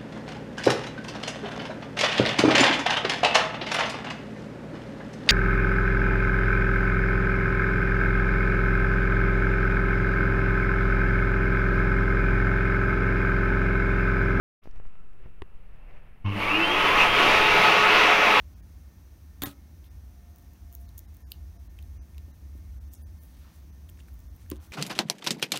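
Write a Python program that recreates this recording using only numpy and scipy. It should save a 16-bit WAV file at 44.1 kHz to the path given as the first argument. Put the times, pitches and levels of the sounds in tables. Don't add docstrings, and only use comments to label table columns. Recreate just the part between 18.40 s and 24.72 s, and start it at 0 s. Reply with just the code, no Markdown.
import sys
import numpy as np
from scipy import signal
from scipy.fft import rfft, irfft
from scipy.io import wavfile
from scipy.ndimage import uniform_filter1d

SR = 44100
rng = np.random.default_rng(int(sys.argv[2]) if len(sys.argv) > 2 else 0)


def store_wav(level_fs):
    pcm = np.round(np.clip(np.atleast_2d(level_fs), -1, 1) * 32767)
    wavfile.write(sys.argv[1], SR, pcm.T.astype(np.int16))


def voltage_ratio(level):
    return 10 ** (np.asarray(level, float) / 20)


N = 278712

# t/s, level/dB
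RUMBLE_LEVEL = [(0, -44.5), (.4, -45.5), (.62, -50.5), (1.05, -45), (1.25, -50.5), (1.55, -44),
                (1.8, -48.5), (2.3, -44), (2.75, -45), (3.1, -42), (3.5, -40), (4.0, -43.5), (4.35, -40),
                (4.75, -44), (5.2, -48.5), (5.7, -43), (6.1, -42.5), (6.32, -45)]
# f/Hz, density/dB
RUMBLE_COLOUR = [(20, -35), (35, -14), (50, 1), (69, 9), (85, 2), (110, -18.5), (150, -59.5)]
# t/s, depth/dB
LULLS = [(.52, 11), (1.13, 9), (1.45, 5), (1.96, 7), (2.03, 7), (2.18, 9), (2.33, 7.5), (2.52, 2.5),
         (2.8, 13), (2.93, 6), (3.16, 7.5), (3.33, 8.5), (3.67, 13), (3.99, 10), (4.549, 14), (4.81, 5.5),
         (4.92, 6.5), (5.12, 18), (5.66, 3), (5.98, 16), (6.25, 14)]
LULL_S = 0.027
# f/Hz, density/dB
AIR_COLOUR = [(59, -66), (100, 1), (124, -4.5), (155, -1.5), (253, -7), (332, -10), (396, -19), (693, -20),
              (862, -22), (2600, -30), (3380, -44), (5720, -120)]
# f/Hz, density/dB
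HISS_COLOUR = [(1530, -49), (2600, -8), (3330, -4.5), (3790, -4), (4820, -4.5), (6080, 0.5), (7680, -11),
               (8930, -5.5), (10400, -9), (11300, -4.5), (13900, -3.5), (15100, -2.5), (15700, -4.5)]
AIR_DB, HISS_DB = -59, -67.5
# f/Hz, width/Hz, level/dB
FAN_LINES = [(1810, 24, -81.5), (2154, 4.3, -83.5)]

# start t/s, crackle level/dB, fade/(dB/s), length/s
RATTLE_BURSTS = [
    (1.0188, -41, 280, 0.018),
    (1.033, -43, 100, 0.005),
    (1.056, -45.5, 300, 0.078),
]
# f/Hz, density/dB
RATTLE_COLOUR = [(290, -40), (500, -2), (1020, -7), (1310, 1), (2120, -8), (3010, -5), (4470, -7),
                 (4880, -13.5), (14600, -11.5), (16400, -13.5)]
RATTLE_RISE_S = 0.0014
TONES_HZ = [280, 760, 1068, 1690, 1910, 3675, 11910, 12160, 14280]
# level/dB, t60/s
TONE_DECAYS = [(-40, .3), (-43, 0.2), (-42, 0.28), (-41.5, 0.18), (-42, 0.22), (-44, 0.22), (-41, .15),
               (-36, 0.18), (-31, 0.067)]
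# t/s, length/s
TONES_SPAN = (1.036, 0.0273)
# t/s, level/dB
LATE_RINGS = [
    (1.0575, -40),
    (1.068, -42),
]
LATE_RING_HZ = 11100

# f/Hz, width/Hz, level/dB
DOME_MODES = [(11900, 700, -3), (12800, 700, -4), (13700, 800, -1.5), (15400, 800, -1)]
# f/Hz, width/Hz, level/dB
HOUSING_MODES = [(6800, 700, -2), (9300, 800, 0)]
# f/Hz, width/Hz, level/dB
PLATE_MODES = [(1200, 600, -14.5), (2100, 800, -14), (3100, 700, -10), (4270, 800, -10), (5500, 1000, -10)]
# t/s, dome, housing and board peak level/dB, board mode f/Hz
SNAPS = [(1.0205, -31, -36, -33, 3420), (1.0355, -32, -37, -47, 3600), (1.0366, -23, -46, -56, 1810),
         (1.058, -44, -39, -44, 1810), (1.0695, -55, -40.5, -63, 2990), (1.1132, -53, -54, -55, 3770),
         (2.351, -35, -45, -59, 4340), (2.4912, -53, -55, -55.5, 4040), (3.7465, -64, -63, -60, 2520),
         (2.919, -32.5, -42, -36.5, 3020), (2.9194, -56, -64, -39, 4270), (3.4262, -52, -57, -55.5, 3690),
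         (3.7812, -60, -57, -50.5, 2700), (3.7816, -50, -51.5, -51, 3960), (6.1013, -29.5, -44, -48, 3000),
         (6.1032, -46, -52, -57, 4500), (6.1145, -48, -37.5, -42, 2800), (6.115, -53, -48, -42, 4970),
         (6.1177, -63, -55, -38, 1370), (6.1592, -63, -54, -55, 3470), (6.1662, -63, -55.5, -56, 3740)]
# t/s, peak level/dB, board mode f/Hz
TAPS = [(1.4425, -60, 3170), (3.388, -54, 2800), (3.3896, -46, 2700), (5.4912, -53, 3220),
        (5.494, -57.5, 2700), (5.5743, -59, 2460), (5.591, -56, 1760), (5.6022, -55, 2840),
        (5.6062, -54, 2750), (5.685, -54, 1490), (5.997, -63, 2130), (6.0626, -58, 1820),
        (6.2024, -62, 3390), (6.312, -61, 3200)]
TAP_DOME_DB, TAP_HOUSING_DB = -10, -13
# t/s, dome peak level/dB
PINGS = [(1.9605, -50), (1.9853, -49.5), (1.9962, -59), (2.0799, -64), (2.1346, -54), (2.3193, -60),
         (2.327, -45), (2.3347, -51), (2.3414, -54), (2.411, -56), (2.6033, -54), (2.7418, -55),
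         (2.7466, -52), (2.7687, -50), (2.8059, -58), (2.905, -53), (2.9084, -58), (2.9113, -56),
         (2.9176, -45), (2.945, -60), (4.5365, -44), (4.5409, -44), (4.828, -56), (4.8356, -50),
         (5.4982, -47), (5.742, -57), (5.7919, -55.5), (5.803, -54), (5.9516, -57), (5.9635, -53)]
PING_HOUSING_DB, PING_PLATE_DB, DOME_SPOT_HZ = -9, -20, 3400
# start t/s, length/s, rate/(1/s)
CREEP = [(1.95, .12, 40), (2.39, .04, 60), (2.74, .17, 30), (5.68, .12, 25), (5.96, .06, 30)]
CREEP_DB, CREEP_SPREAD_DB = -62, 2.5
# t/s, peak level/dB
STUTTER = [(2.5767, -50), (2.5797, -40), (2.5814, -39), (2.585, -43), (2.5883, -48), (2.592, -38.5)]
STUTTER_HOUSING_DB, STUTTER_PLATE_DB = -6, -24.5

# t/s, peak level/dB, blow length/ms, grip damping factor
KNOCKS = [
    (1.022, -26, 0.75, 1),
    (1.028, -57, 1.6, 1.2),
    (1.036, -25.5, 0.74, 0.95),
    (1.033, -27, 1.64, 1.9),
    (1.055, -34, 0.36, 1.3),
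    (1.071, -27.5, 1.05, 0.73),
    (1.092, -39, 0.6, 0.35),
    (3.88, -43, 1.1, 0.99),
    (4.152, -38, 1.7, 3.1),
]
# f/Hz, level/dB, t60/s
BODY_MODES = [(130, 8, 0.048), (202, 15, 0.037), (277.6, 15.5, 0.088), (379, 6.5, 0.052), (561, 2.5, 0.17),
              (800, 4, 0.08), (1280, 8, 0.081), (1890, -37, .05)]
# t/s, peak level/dB, blow length/ms, grip damping factor
RELEASES = [
    (6.1155, -34, 0.24, 1.3),
    (6.1178, -23.5, 0.85, 0.72),
]
# f/Hz, level/dB, t60/s
HELD_MODES = [(218, -7, 0.097), (294, 4, 0.047), (364, -3.5, 0.065), (527, -12.5, 0.069), (1024, -5, 0.025),
              (2150, -20, .05)]

# centre t/s, length/s, level/dB, lowest f/Hz, highest f/Hz
RUBS = [(1.45, 0.061, -65, 11000, 15900), (1.46, 0.074, -68.5, 2200, 4200),
        (2.34, 0.079, -64, 10900, 16000), (2.417, 0.065, -66.5, 9000, 15900),
        (2.937, 0.039, -81, 2000, 5000), (2.921, 0.015, -49, 11500, 16100), (4.17, 0.062, -69, 9000, 16000),
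        (4.544, 0.072, -56.5, 5460, 15900), (4.835, 0.15, -65, 10400, 15000),
        (4.925, 0.59, -71.5, 8000, 15500), (5.051, 0.61, -68.5, 900, 4500), (5.082, 0.21, -67, 860, 1300),
        (4.633, 0.036, -59.5, 8750, 15400), (5.16, 0.13, -68, 5000, 15500),
        (5.597, 0.062, -64.5, 1490, 9300), (5.687, 0.026, -63, 900, 15000), (6.021, 0.094, -67, 1490, 9050),
        (6.122, 0.057, -60, 700, 3470), (6.245, 0.099, -60.5, 1500, 15500), (6.215, 0.32, -66.5, 685, 1430),
        (2.165, 0.041, -71, 1000, 3000), (5.493, 0.024, -57, 8060, 16000)]
# centre t/s, length/s, f/Hz, level/dB
WHINE_SWELLS = [(1.87, .75, 703, -72.5), (2.371, .5, 694, -69), (2.802, .3, 700, -78),
                (2.971, .2, 695, -75), (3.183, .12, 683, -68), (3.546, .4, 690, -78)]

STEADY_EDGE_HZ, SHARP_EDGE_HZ, LAST_EDGE_HZ = 15870, 15950, 16600
PAST_EDGE_DB = -18
# centre t/s of the first, frames, step level/dB, finely resolved below f/Hz
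STARVED = [(0.151, 1, -98, 1400), (0.217, 1, -96.5, 1180), (1.495, 1, -98, 2420), (2.478, 1, -98, 1740),
           (2.669, 1, -95, 2310), (2.84, 2, -98, 910), (3.182, 1, -96.5, 1400), (3.288, 1, -95.5, 2220),
           (3.588, 2, -96, 1890), (3.926, 1, -96, 2000), (4.397, 1, -85, 2000), (4.461, 1, -102, 2410),
           (4.501, 1, -99.5, 2200), (4.568, 1, -94.5, 895), (4.632, 2, -91, 1100), (4.801, 1, -96.5, 1190),
           (5.317, 1, -98, 3200), (5.89, 1, -104.5, 2000), (6.189, 1, -75, 4640)]
HOP = 941


def evened(x):
    return x / np.sqrt(np.mean(x ** 2) + 1e-20)


def add(mix, s, sound):
    part = mix[round(s * SR):][:len(sound)]
    part += sound[:len(part)]


def coloured(x, points):
    f, db = np.transpose(points)
    hz = np.fft.rfftfreq(len(x), 1 / SR)
    gain = voltage_ratio(np.interp(np.log(hz + 1), np.log(f + 1), db))
    return evened(irfft(rfft(x) * gain, len(x)))


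def ring(modes, seconds, detune=1):
    t = np.arange(round(seconds * SR)) / SR
    return sum(voltage_ratio(db - 60 * t / t60) * np.sin(2 * np.pi * hz * detune * t) for hz, db, t60 in modes)


def rumble(steadied=0.5):
    t = np.arange(N) / SR
    db = np.interp(t, *np.transpose(RUMBLE_LEVEL))
    for s, depth_db in LULLS:
        db -= depth_db * np.exp(-((t - s) / LULL_S) ** 2)
    x = coloured(rng.standard_normal(N), RUMBLE_COLOUR)
    beats = np.sqrt(uniform_filter1d(uniform_filter1d(x ** 2, 700), 700) + 0.01)
    return voltage_ratio(db) * evened(x / beats ** steadied)


def air_and_hiss():
    air = voltage_ratio(AIR_DB) * coloured(rng.standard_normal(N), AIR_COLOUR)
    return air + voltage_ratio(HISS_DB) * coloured(rng.standard_normal(N), HISS_COLOUR)


def fan():
    out = np.zeros(N)
    for hz, width, db in FAN_LINES:
        line = [(hz - 3 * width, -40), (hz, 0), (hz + 3 * width, -40)]
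        out += voltage_ratio(db) * coloured(rng.standard_normal(N), line)
    return out


def rattle(grain_db=1.0, lift_db=6.5):
    level = np.zeros(N)
    for s, db, fade_db, seconds in RATTLE_BURSTS:
        t = np.arange(0, seconds, 1 / SR)
        add(level, s, np.minimum(t / RATTLE_RISE_S, 1) * voltage_ratio(db - fade_db * t))
    unevenness = np.repeat(voltage_ratio(grain_db * rng.standard_normal(N // 40 + 1)), 40)[:N]
    grains = rng.standard_normal(N) * unevenness
    out = level * voltage_ratio(lift_db) * coloured(grains, RATTLE_COLOUR)
    free = ring([(hz, db, t60) for hz, (db, t60) in zip(TONES_HZ, TONE_DECAYS)], TONES_SPAN[1])
    add(out, TONES_SPAN[0], free * signal.windows.tukey(len(free), .15))
    for s, db in LATE_RINGS:
        add(out, s, ring([(LATE_RING_HZ, db, .02)], .03))
    return out


def touches():
    pings = list(PINGS)
    for start, seconds, rate in CREEP:
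        place, size = rng.random((12, 2))[:round(seconds * rate)].T
        pings += zip(start + seconds * place, CREEP_DB + CREEP_SPREAD_DB * (2 * size - 1))
    rows = list(SNAPS)
    rows += [(s, db, db + STUTTER_HOUSING_DB, db + STUTTER_PLATE_DB, DOME_SPOT_HZ) for s, db in STUTTER]
    rows += [(s, db + TAP_DOME_DB, db + TAP_HOUSING_DB, db, hz) for s, db, hz in TAPS]
    rows += [(s, db, db + PING_HOUSING_DB, db + PING_PLATE_DB, DOME_SPOT_HZ) for s, db in pings]
    return rows


def ticks(chatter=0.078, boost_db=6.0, rise_s=0.00016, fall_s=0.00061, spot_width=480, spot_db=-2):
    out, t, rows = np.zeros(N), np.arange(60) / SR, touches()
    detune = rng.uniform(.985, 1.015, (len(rows), 3))
    contact = rng.standard_normal((len(rows), 60))
    swell = np.minimum(np.arange(500) / 12, 1) ** 2
    for (s, *levels_db, spot_hz), off, bump in zip(rows, detune, contact):
        snap = chatter * bump ** 3 * np.minimum(t / rise_s, 1) * np.exp(-t / fall_s)
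        snap = snap + (abs(t - rise_s) < .5 / SR)
        board = list(PLATE_MODES) + [(spot_hz, spot_width, spot_db)]
        groups = (DOME_MODES, HOUSING_MODES, board)
        for db, group, d, sign in zip(levels_db, groups, off, (-1, 1, 1)):
            modes = [(hz, g, np.log(1000) / np.pi / width) for hz, width, g in group]
            body = sum(sign ** k * ring([m], 500 / SR, d) for k, m in enumerate(modes))
            part = np.convolve(snap, swell * body)
            add(out, s - .0005, voltage_ratio(db + boost_db) * part / abs(part).max())
    return out


def knocks(blows, modes):
    out = np.zeros(N)
    for s, db, ms, grip in blows:
        body = ring([(hz, g, t60 / grip) for hz, g, t60 in modes], 0.15)
        thud = np.convolve(np.hanning(round(ms * SR / 1000) + 3), body)
        add(out, s, voltage_ratio(db) * thud / abs(thud).max())
    return out


def rubs(grain_db=3.5):
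    out = np.zeros(N)
    for s, seconds, db, low_hz, high_hz in RUBS:
        n = round(seconds * SR)
        unevenness = np.repeat(voltage_ratio(grain_db * rng.standard_normal(SR // 60)), 60)[:n]
        grains = rng.standard_normal(SR)[:n] * unevenness
        band = [(low_hz * 0.54, -30), (low_hz, 0), (high_hz, 0), (high_hz * 1.95, -25)]
        add(out, s - seconds / 2, voltage_ratio(db) * np.hanning(n) * coloured(grains, band))
    return out


def whine():
    out = np.zeros(N)
    for s, seconds, hz, db in WHINE_SWELLS:
        t = np.arange(0, seconds, 1 / SR)
        tone = np.sqrt(2) * voltage_ratio(db) * np.sin(2 * np.pi * hz * t)
        add(out, s - seconds / 2, np.hanning(len(t)) * tone)
    return out


def walls(x, t60=0.19, wet_db=-17.0):
    t = np.arange(SR // 3) / SR
    sparse = (rng.random(len(t)) < .08) * (t > .002)
    taps = rng.choice([-1., 1.], len(t)) * sparse * voltage_ratio(-60 * t / t60)
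    taps = signal.lfilter([1], [1, -.5], taps)
    return x + voltage_ratio(wet_db) * signal.oaconvolve(x, taps / np.linalg.norm(taps))[:N]


def below(x, hz):
    return signal.oaconvolve(x, signal.firwin(401, hz, window=("kaiser", 9), fs=SR), "same")


def scene():
    snaps, past = ticks(), voltage_ratio(PAST_EDGE_DB)
    sharp = (1 - past) * below(snaps, SHARP_EDGE_HZ) + past * below(snaps, LAST_EDGE_HZ)
    thuds = knocks(KNOCKS, BODY_MODES) - knocks(RELEASES, HELD_MODES)
    hands = walls(sharp + thuds + rubs()) - sharp + rattle()
    background = rumble() + air_and_hiss() + fan() + whine()
    return (sharp + below(hands + background, STEADY_EDGE_HZ))[None]


def starve(x):
    out, i, line = x.copy(), np.arange(2 * HOP) + .5, np.arange(HOP) + .5
    window = np.sin(np.pi * i / (2 * HOP))
    basis = window * np.cos(np.pi / HOP * np.outer(line, i + HOP / 2))
    bands_db = 5. * rng.standard_normal((len(STARVED), HOP // 16 + 1))
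    for (s, frames, step_db, safe_hz), band_db in zip(STARVED, bands_db):
        step = HOP * voltage_ratio(step_db + 14.5 + np.repeat(band_db, 16)[:HOP])
        poor = line * SR / (2 * HOP) > safe_hz
        for k in range(round(frames)):
            start = round(s * SR) + (k - 1) * HOP
            lines = basis @ x[start:start + 2 * HOP]
            lost = poor * (lines - step * np.round(lines / step))
            out[start:start + 2 * HOP] -= 2 / HOP * lost @ basis
    return out


def roll_off(x):
    return signal.sosfilt(signal.butter(12, 16820, fs=SR, output="sos"), x)


def record(dry):
    heard = signal.sosfilt(signal.butter(3, 38, "high", fs=SR, output="sos"), dry[0])
    return roll_off(starve(heard)[None])


dry = scene()
out = record(dry)
store_wav(out)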